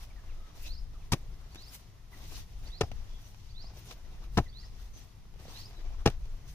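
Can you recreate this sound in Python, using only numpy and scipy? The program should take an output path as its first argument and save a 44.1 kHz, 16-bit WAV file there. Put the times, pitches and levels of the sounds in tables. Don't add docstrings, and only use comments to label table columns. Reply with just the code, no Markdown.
import sys
import numpy as np
from scipy import signal
from scipy.fft import rfft, irfft, next_fast_len
from scipy.io import wavfile
from scipy.ndimage import uniform_filter1d, map_coordinates

SR = 44100
rng = np.random.default_rng(int(sys.argv[2]) if len(sys.argv) > 2 else 0)


def wav_out(sig):
    wavfile.write(sys.argv[1], SR, np.round(np.clip(np.atleast_2d(sig).T, -1, 1) * 32767).astype(np.int16))


N = 288414

# f/Hz, density/dB
GRIT_SPECTRUM = [(530, -20), (900, -3.5), (1520, -11.5), (1780, -9), (2030, -17), (2350, -7.5), (3720, -13),
                 (4520, -12.5), (5290, -16.5), (5980, -11.5), (7170, -30), (10400, -35), (13800, -37),
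                 (15600, -49.5), (16400, -60)]
# t/s, grit t60/s, finest grit spat by the dry crust/dB, dull crunch/dB (both relative),
# thud f/Hz, thud pitch sag as the blade sinks in/(1/s), negative rises
CHOP_ROWS = [(1.118, 0.036, 5.5, 8, 110, -8.5), (2.81, 0.025, -3, -9.5, 128, 14),
             (4.372, 0.027, -2, 4.5, 147, 11), (6.057, 0.03, -0.5, -1, 203, 22.5)]


def amp(db):
    return 10 ** (np.asarray(db) / 20)


def unit(x):
    return x / np.sqrt(np.mean(x ** 2) + 1e-20)


def along(points, hz):
    f, v = np.transpose(points)
    return np.interp(np.log(hz + 1), np.log(f + 1), v)


def curves(rows):
    s, *cols = np.transpose(rows)
    return [np.interp(np.arange(N) / SR, s, c) for c in cols]


def wobble(rate_hz):
    knots = rng.standard_normal(int(N * rate_hz / SR) + 4)
    return map_coordinates(knots, [np.arange(N) * rate_hz / SR])


def swell(times_s, dbs):
    outer = lambda v: [2 * v[0] - v[1], *v, 2 * v[-1] - v[-2]]
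    return amp(np.interp(np.arange(N) / SR, outer(times_s), outer(dbs), left=-150, right=-150))


def filtered(x, response):
    m = next_fast_len(N + SR // 4)
    return irfft(rfft(x, m) * response(np.fft.rfftfreq(m, 1 / SR)), m)[..., :N]


def add(track, s, sound):
    part = track[..., round(s * SR):][..., :sound.shape[-1]]
    part += sound[..., :part.shape[-1]]


def placed(x, lead_ms, pan_db):
    half = np.array([[.5], [-.5]])
    return filtered(x * amp(half * pan_db), lambda hz: np.exp(2j * np.pi * hz * half * lead_ms / 1000))


def rush(spectrum, alike, grain_db=0, grain_rate_hz=400):
    pair = rng.standard_normal((2, N)) * amp(grain_db * wobble(grain_rate_hz))
    turn = lambda hz: np.arccos(np.clip(along(alike, hz), -1, 1)) / 2
    split = lambda hz: amp(along(spectrum, hz)) * [np.cos(turn(hz)), np.sin(turn(hz))]
    mid, side = filtered(pair, split)
    return unit(np.array([mid + side, mid - side]))


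def patchy(x, depth_db):
    z = signal.stft(x, nperseg=256)[2]
    patches = uniform_filter1d(rng.standard_normal(z.shape[1:]), size=4, axis=0)
    patches = uniform_filter1d(patches, size=9, axis=1)
    return unit(signal.istft(z * amp(depth_db * unit(patches)), nperseg=256)[1][:, :N])


def ring(hz, t60_s, rise_s, t):
    return np.sin(2 * np.pi * hz * t) * amp(-60 * t / t60_s) * (1 - np.exp(-t / rise_s))


def field():
    # t/s, buffet/dB, rumble/dB (relative)
    wind_course = [(0.0, -48, -59.5), (0.62, -45, -58), (0.91, -48, -57), (1.13, -42, -52.5),
                   (1.53, -50.5, -57.5), (1.93, -54, -57.5), (2.13, -53, -57.5), (2.29, -46.5, -55),
                   (2.44, -46.5, -57.5), (2.64, -48, -57), (2.79, -48, -53), (2.99, -44.5, -54.5),
                   (3.35, -49.5, -57.5), (3.64, -51, -55.5), (4.08, -48, -57.5), (4.35, -47, -53),
                   (4.9, -52, -58), (5.21, -56.5, -58), (5.43, -52.5, -56), (5.57, -52, -58),
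                   (5.7, -50, -55.5), (5.85, -48, -61), (6.05, -44.5, -57), (6.54, -47, -55.5)]
    # f/Hz, density/dB
    buffet_spectrum = [(7.1, -38), (12, -12.5), (21, 4.5), (38, -6.5), (46, -4.5), (60, -11), (70, -13.5),
                       (91, -34), (150, -120)]
    rumble_spectrum = [(26, -61), (45, -3), (81, -10.5), (103, -7.5), (134, -15), (165, -17), (221, -33.5),
                       (450, -34.5), (580, -59), (990, -120)]
    air_spectrum = [(120, -28), (200, 0), (305, -11.5), (579, -13.5), (659, -10.5), (1060, -12),
                    (1620, -18), (1980, -14), (2210, -17.5), (6050, -18.5), (8120, -29.5), (9400, -27),
                    (14300, -27.5), (15100, -31), (16000, -59)]
    # f/Hz, correlation
    likeness = [(60, 1), (150, 0.92), (380, 0.8), (950, 0.18), (2380, 0.32), (5980, -0.02), (15000, 0.033)]
    buffet_db, rumble_db = curves(wind_course)
    buffet = amp(buffet_db + 4 + 3.4 * wobble(7.9)) * rush(buffet_spectrum, [(30, 0.86)])
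    rumble = amp(rumble_db + 4.0 + 1.5 * wobble(9.9)) * rush(rumble_spectrum, likeness)
    air = amp(-64 + 0.07 * wobble(2.22)) * rush(air_spectrum, likeness)
    return placed(buffet + rumble, lead_ms=0.009, pan_db=3.0) + placed(air, lead_ms=.01, pan_db=0.2)


def whistle(note, factor, stretch=1):
    s, hz, db = np.transpose(note) * [[stretch], [factor], [1]]
    t = np.arange(s[0], s[-1], 1 / SR)
    smooth = lambda v: uniform_filter1d(np.interp(t, s, v), size=200, mode="nearest")
    edges = np.clip(np.minimum(t - s[0], s[-1] - t) / 0.0037, 0, 1)
    flutter = unit(uniform_filter1d(rng.standard_normal(len(t)), size=150))
    return edges * amp(smooth(db) + 2.9 * flutter) * np.sin(2 * np.pi * np.cumsum(smooth(hz)) / SR)


def birds():
    # t of the whistle's zero time/s, level/dB (relative), time stretch, pitch factor,
    # lead-in t/s, lead-in level/dB (relative), echo level/dB (relative)
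    near_calls = [(.747, -57, 1.08, 1.01, .6, -76, -2), (1.647, -59, 1.03, 1.0, 1.508, -69, 1),
                  (2.794, -58, 1.05, 1.0, 2.655, -62, -1), (3.633, -58, 1.0, 1.01, 3.49, -63, -1),
                  (4.611, -58, .94, 1.0, 4.478, -62, -1), (5.622, -58.5, 1.12, 1.0, 5.468, -66, 2)]
    # t from its zero time/s, f/Hz, level/dB
    whistle_points = [(-.092, 3250, -12), (-.066, 3800, -2), (-.05, 3990, 0), (-.028, 4300, 0),
                      (-.012, 4720, -1), (0, 5200, -6), (.007, 5380, -12), (.02, 5420, -24)]
    # t from its start/s, f/Hz, level/dB
    lead_in_points = [(0, 3690, -6), (.008, 4110, -10), (.019, 4630, -4), (.04, 4430, -19),
                      (.045, 4370, -20.5)]
    # t/s, length/s, first f/Hz, last f/Hz (before pitch factor), level/dB (relative)
    far_chirps = [(.01, 0.012, 2460, 2120, -63.5), (0.101, 0.017, 2520, 2180, -66),
                  (0.16, 0.043, 1995, 1690, -67), (0.288, 0.04, 3021, 2000, -68.5),
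                  (0.941, 0.029, 1404, 1145, -69), (1.009, 0.03, 2820, 2060, -70),
                  (1.027, .016, 3720, 3350, -74), (2.128, 0.024, 2110, 1910, -59.5),
                  (4.458, 0.018, 2150, 1930, -63), (4.475, 0.02, 1970, 2010, -72.5),
                  (4.628, 0.025, 2025, 1910, -68)]
    echo_delay_s, far_pitch_factor = .0437, 0.98
    near, echo, far = np.zeros(N), np.zeros(N), np.zeros(N)
    for s, db, stretch, factor, lead_s, lead_db, echo_db in near_calls:
        main_start_s = s + stretch * whistle_points[0][0]
        main_note = amp(db + 6.0) * whistle(whistle_points, factor, stretch)
        lead_note = amp(lead_db + 11.0) * whistle(lead_in_points, factor)
        for start_s, sound, returns_db in [(main_start_s, main_note, 0), (lead_s, lead_note, -5)]:
            add(near, start_s, sound)
            add(echo, start_s + echo_delay_s, amp(echo_db + returns_db) * sound)
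    for s, length_s, first_hz, last_hz, db in far_chirps:
        chirp = whistle([(0, first_hz, 0), (length_s, last_hz, 0)], far_pitch_factor)
        add(far, s, amp(db + 3.5) * chirp)
    echo_response = [(3500, -17), (4200, -8), (4600, -4), (5200, 4), (5500, -1)]
    echo = filtered(echo, lambda hz: amp(along(echo_response, hz)))
    direct = placed(near, lead_ms=-0.17, pan_db=-6.5) + placed(far, lead_ms=.02, pan_db=-5.0) + echo
    t = np.arange(SR // 4) / SR
    tail = rng.standard_normal((2, len(t))) * amp(-60 * t / 0.38)
    tail /= np.linalg.norm(tail[0])
    haze = signal.fftconvolve((near + echo + far)[None], tail, axes=1)[:, :N]
    return direct + amp(-7) * haze


def earth_levels():
    # t/s, length/s, growth/dB, hiss/dB, dust/dB, crumbs/dB, fall by 20 dB/s
    showers = [(0.556, .12, 11, -59.5, -55, -63, .07), (2.12, 0.27, 16.5, -58.5, -52.5, -59.5, 0.057),
               (3.749, .045, 8, -63.5, -60, -61, .09), (3.862, 0.067, 4.5, -64, -57.5, -61.5, 0.038),
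               (5.399, 0.2, 10, -62.5, -58.5, -58.5, .15)]
    # t of top/s, rise by 20 dB/s, fall by 20 dB/s, hiss/dB, dust/dB, crumbs/dB
    slides = [(0.039, 0.093, 0.039, -64.5, -56.5, -59), (1.752, 0.086, 0.052, -65, -49, -61),
              (3.262, 0.15, 0.18, -72, -62, -71), (4.985, 0.07, 0.18, -68, -62.5, -60.5),
              (6.498, 0.054, .1, -68.5, -58.5, -68)]
    # t/s, length/s, hiss/dB, dust/dB, crumbs/dB
    rustles = [(0.07, 0.54, -77, -74, -62.5), (0.796, 0.042, -81, -74, -70), (.94, 0.14, -79, -73, -66),
               (0.69, 0.039, -80, -80, -63), (1.22, .3, -78, -73, -65), (1.526, 0.15, -70.5, -69.5, -62.5),
               (1.798, 0.075, -74.5, -76, -68), (2.48, .13, -76.5, -70, -69),
               (2.639, 0.041, -66, -65.5, -56), (2.765, 0.054, -78, -75, -61), (2.95, 0.27, -74, -72, -63),
               (3.34, 0.17, -73, -75, -79), (3.63, 0.21, -73.5, -77, -62), (3.949, 0.302, -76, -73, -62),
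               (4.355, 0.032, -69.5, -61, -62), (4.597, 0.23, -73.5, -72, -65.5),
               (4.826, 0.03, -77, -66, -67), (5.674, 0.343, -73, -73.5, -58),
               (6.21, 0.28, -76.5, -72.5, -63)]
    shower_onset_s, rustle_edge_s = 0.034, 0.06
    settle_db, settle_end_s = [-64.5, -62.5, -51], 0.12
    power = np.zeros((3, N))
    for s, length_s, growth_db, *dbs, fall_s in showers:
        end_s = s + length_s
        times_s = [s - shower_onset_s, s, end_s, end_s + fall_s]
        fines = swell(times_s, [-20 - growth_db, -growth_db, 0, -20])
        lumps = swell(times_s, [-20, 0, 0, -20])
        power += (amp(dbs)[:, None] * [fines, fines, lumps]) ** 2
    for s, rise_s, fall_s, *dbs in slides:
        power += np.outer(amp(dbs), swell([s - rise_s, s, s + fall_s], [-20, 0, -20])) ** 2
    for s, length_s, *dbs in rustles:
        end_s = s + length_s
        times_s = [s - rustle_edge_s, s, end_s, end_s + rustle_edge_s]
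        power += np.outer(amp(dbs), swell(times_s, [-21, -1.5, -1.5, -13])) ** 2
    for s, *_ in CHOP_ROWS:
        trickle = swell([s + .01, s + 0.025, s + settle_end_s], [-20, 0, -20])
        power += np.outer(amp(settle_db), trickle) ** 2
    return np.sqrt(power)


def narrow_hisses():
    bands = [(.46, .4, .2, 1275, 90, -66), (.658, 0.048, .04, 2650, 180, -51),
             (3.17, .12, .06, 3380, 200, -62), (3.25, 0.088, .06, 5900, 350, -63),
             (4.95, .03, 0.099, 6150, 250, -55.5), (5.77, .04, 0.074, 3920, 91, -59),
             (6.502, .08, .08, 6300, 300, -64)]
    total = np.zeros((2, N))
    for s, rise_s, fall_s, hz, width_hz, db in bands:
        spectrum = [(hz - 3 * width_hz, -40), (hz, 0), (hz + 3 * width_hz, -40)]
        gain = amp(db) * swell([s - rise_s, s, s + fall_s], [-20, 0, -20])
        total += gain * rush(spectrum, [(hz, .5)])
    return total


def loose_earth():
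    # f/Hz, density/dB
    hiss_spectrum = [(1060, -39), (1800, -8), (2030, -3.5), (2170, -7.5), (2690, -1.5), (3300, -3),
                     (3430, -1.5), (4520, -1), (6070, 0.5), (8300, -17.5), (10800, -43), (18300, -120)]
    dust_spectrum = [(4590, -5), (7800, -4.5), (9450, -3), (10300, -3), (12900, -2.5), (15500, -2),
                     (16000, -27)]
    crumb_spectrum = [(150, -11), (250, -3), (586, -7), (664, -5), (730, -5.5), (1690, -12.5), (3000, -16),
                      (3900, -17.5), (6600, -120)]
    hiss_gain, dust_gain, crumb_gain = earth_levels()
    clump_db = 1.75 * wobble(35)
    hiss = rush(hiss_spectrum, [(3000, 0.12)], grain_db=1.0, grain_rate_hz=220)
    hiss = hiss_gain * amp(9.0 + clump_db) * patchy(hiss, depth_db=1.0)
    dust = rush(dust_spectrum, [(9000, 0.086)], grain_db=1.0, grain_rate_hz=900)
    dust = dust_gain * amp(2.0 * wobble(49)) * patchy(dust, depth_db=3.0)
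    crumbs = rush(crumb_spectrum, [(300, 0.95), (2500, 0.33)], grain_db=-0.5, grain_rate_hz=130)
    crumbs = crumb_gain * amp(clump_db) * patchy(crumbs, depth_db=3.0)
    return placed(hiss + dust + crumbs + narrow_hisses(), lead_ms=.12, pan_db=1.0)


def pebbles():
    draws, out, t = rng.random((90, 3)), np.zeros(N), np.arange(SR // 50) / SR
    crumb_gain = earth_levels()[2]
    for when, pitch, size in draws:
        s = when * (N - 1) / SR
        gain = crumb_gain[round(s * SR)] * amp(-5 - 16 * size)
        add(out, s, gain * ring(500 * 5 ** pitch, 0.0052, .0002, t))
    return out


def clods():
    # t/s, tap/dB, crack/dB, crack brightness/dB (levels relative), tap f/Hz
    ticks = [(0.239, -54, -81, -5, 1140), (1.547, -57, -49.5, -2.5, 721), (1.557, -40.5, -46, -9, 300),
             (1.622, -63, -67, 11, 850), (2.322, -49.5, -63, -9, 1080), (2.916, -38.5, -44.5, -22, 676),
             (3.345, -57.5, -55.5, -13, 940), (3.643, -50, -61, -15, 738), (3.736, -52.5, -66, -8, 789),
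             (3.91, -50, -39.5, -16, 775), (4.239, -70, -53, -17, 837), (4.939, -59, -59, -8, 501),
             (5.253, -58, -76, -6, 1170), (5.339, -57, -60, -19, 810), (5.36, -51, -64, -8, 450),
             (5.398, -52.5, -69, -5, 533), (5.454, -43.5, -66, -5, 600), (5.483, -43.5, -68, -4, 483),
             (5.709, -56, -53, -15, 725), (5.906, -54, -70, -8, 790), (6.101, -48, -46.5, -5.5, 820),
             (6.255, -56, -59, -9, 501)]
    body, coarse, fine, t = np.zeros(N), np.zeros(N), np.zeros(N), np.arange(SR // 20) / SR
    for s, db, crack_db, bright_db, hz in ticks:
        tap = ring(hz, 0.011, 0.00025, t)
        tap += 0.2 * ring(2.0 * hz, 0.0036, .0001, t)
        tap += 0.45 * ring(0.364 * hz, 0.026, 0.0014, t)
        add(body, s, amp(db + 7.5) * tap)
        add(coarse, s, amp(crack_db - 0.5 - 60 * t / 0.042))
        add(fine, s, amp(crack_db + bright_db + 4 - 60 * t / 0.013))
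    crack = coarse * rush(GRIT_SPECTRUM[2:11], [(3000, 0.44)])
    crack += fine * rush([(5000, -41)] + GRIT_SPECTRUM[10:], [(9000, 0.35)])
    return placed(body + pebbles() + crack, lead_ms=0.12, pan_db=0.5)


def chops():
    # t/s, coarse grit/dB, fine grit/dB, knock/dB, hardness/octaves over the lowest mode, thud/dB
    jolts = [(1.1191, -32, -26, -35, 0.94, -50), (1.1217, -34, -22.5, -29.5, 0.8, -19.5),
             (1.128, -26.5, -39, -34, 0.15, -26), (1.1331, -29, -30.5, -25, 0.77, -17),
             (2.8081, -35, -28.5, -24, 3.1, -38), (2.8106, -23, -23, -14.5, .02, -47),
             (2.8144, -26.5, -33, -17.5, 2.37, -23.5), (2.834, -53, -50, -27, 0.71, -26),
             (4.372, -23.5, -34, -26.5, 0.26, -22.5), (4.376, -26, -24.5, -17.5, 0.8, -15),
             (4.383, -38, -39, -10, 1.16, -22), (4.386, -29, -55, -38, 0.38, -14.5),
             (4.399, -50, -57, -37, 0.47, -19), (6.057, -29, -39, -39, 0.72, -28),
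             (6.06, -19.5, -19, -9.5, 0.21, -47), (6.066, -35, -43, -15.5, 0.075, -21.5),
             (6.0735, -23, -39, -17.5, 1, -31), (6.078, -46, -45, -27, 0.38, -18.5)]
    # f/Hz, level/dB (relative), t60/s
    hoe_modes = [(439, -1, 0.03), (555, -1.5, 0.022), (708, -2, 0.032), (800, -10.5, 0.039),
                 (970, -1.5, 0.015), (1273, -5, 0.019), (1800, -7, 0.019), (2270, -9, 0.017),
                 (2614, -17.5, 0.026)]
    fine_t60_share = 0.93
    coarse, fine, finest, knock, blows = np.zeros((5, N))
    t = np.arange(SR // 4) / SR
    mode_draws = rng.standard_normal((len(jolts), len(hoe_modes)))
    for (s, coarse_db, fine_db, knock_db, hardness, thud_db), draws in zip(jolts, mode_draws):
        nearest = min(CHOP_ROWS, key=lambda row: abs(row[0] - s))
        start_s, grit_t60_s, dry_db, dull_db, thud_hz, sag = nearest

        def fall(t60_s):
            return (amp(-60 * t / t60_s) + amp(-30.5 - 60 * t / 0.095)) * (1 - np.exp(-t / 0.00065))

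        fine_fall = fall(fine_t60_share * grit_t60_s)
        add(coarse, s, amp(coarse_db) * fall(grit_t60_s))
        add(fine, s, amp(fine_db - 6.0) * fine_fall)
        add(finest, s, amp(fine_db + dry_db - 11.0) * fine_fall)
        add(knock, s, amp(knock_db + dull_db - 9.0 - 60 * t / 0.058) * (1 - np.exp(-t / 0.0014)))
        for (hz, db, t60_s), draw in zip(hoe_modes, draws):
            favour_db = -9 * abs(np.log2(hz / hoe_modes[0][0]) - hardness)
            mode_db = knock_db + 2.5 + db + favour_db + 1.5 * draw
            add(blows, s, amp(mode_db) * ring(hz, t60_s, 0.0012, t))
        jolt_thud_hz = thud_hz * np.exp(-sag * (s - start_s))
        add(blows, s, amp(thud_db + 4.5) * ring(jolt_thud_hz, 0.042, 0.00063, t))
    coarse_spectrum = GRIT_SPECTRUM[:9] + [(10000, -39)]
    fine_spectrum = [(3800, -25.0)] + GRIT_SPECTRUM[8:12] + [(11800, -58), (14500, -85)]
    finest_spectrum = [(8500, -33.5)] + GRIT_SPECTRUM[11:]
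    grit = coarse * rush(coarse_spectrum, [(1000, 1.0), (3000, 0.75)], grain_db=2.0, grain_rate_hz=540)
    grit += fine * rush(fine_spectrum, [(6000, 0.07)], grain_db=2.0, grain_rate_hz=1600)
    grit += finest * rush(finest_spectrum, [(12000, 0.21)], grain_db=3.5, grain_rate_hz=1300)
    crunch_spectrum = [(120, 15), (350, 11), (900, -7), (1600, -17.0), (3000, -71.0)]
    crunch = knock * rush(crunch_spectrum, [(500, 1.0)])
    return placed(grit + crunch + blows, lead_ms=0.11, pan_db=3.0)


def scene():
    return field() + birds() + loose_earth() + clods() + chops()


def record(dry):
    top_hz = 16500
    return filtered(dry, lambda hz: amp(along([(15200, -0.5), (15700, -24)], hz)) * (hz < top_hz))


dry = scene()
out = record(dry)
wav_out(out)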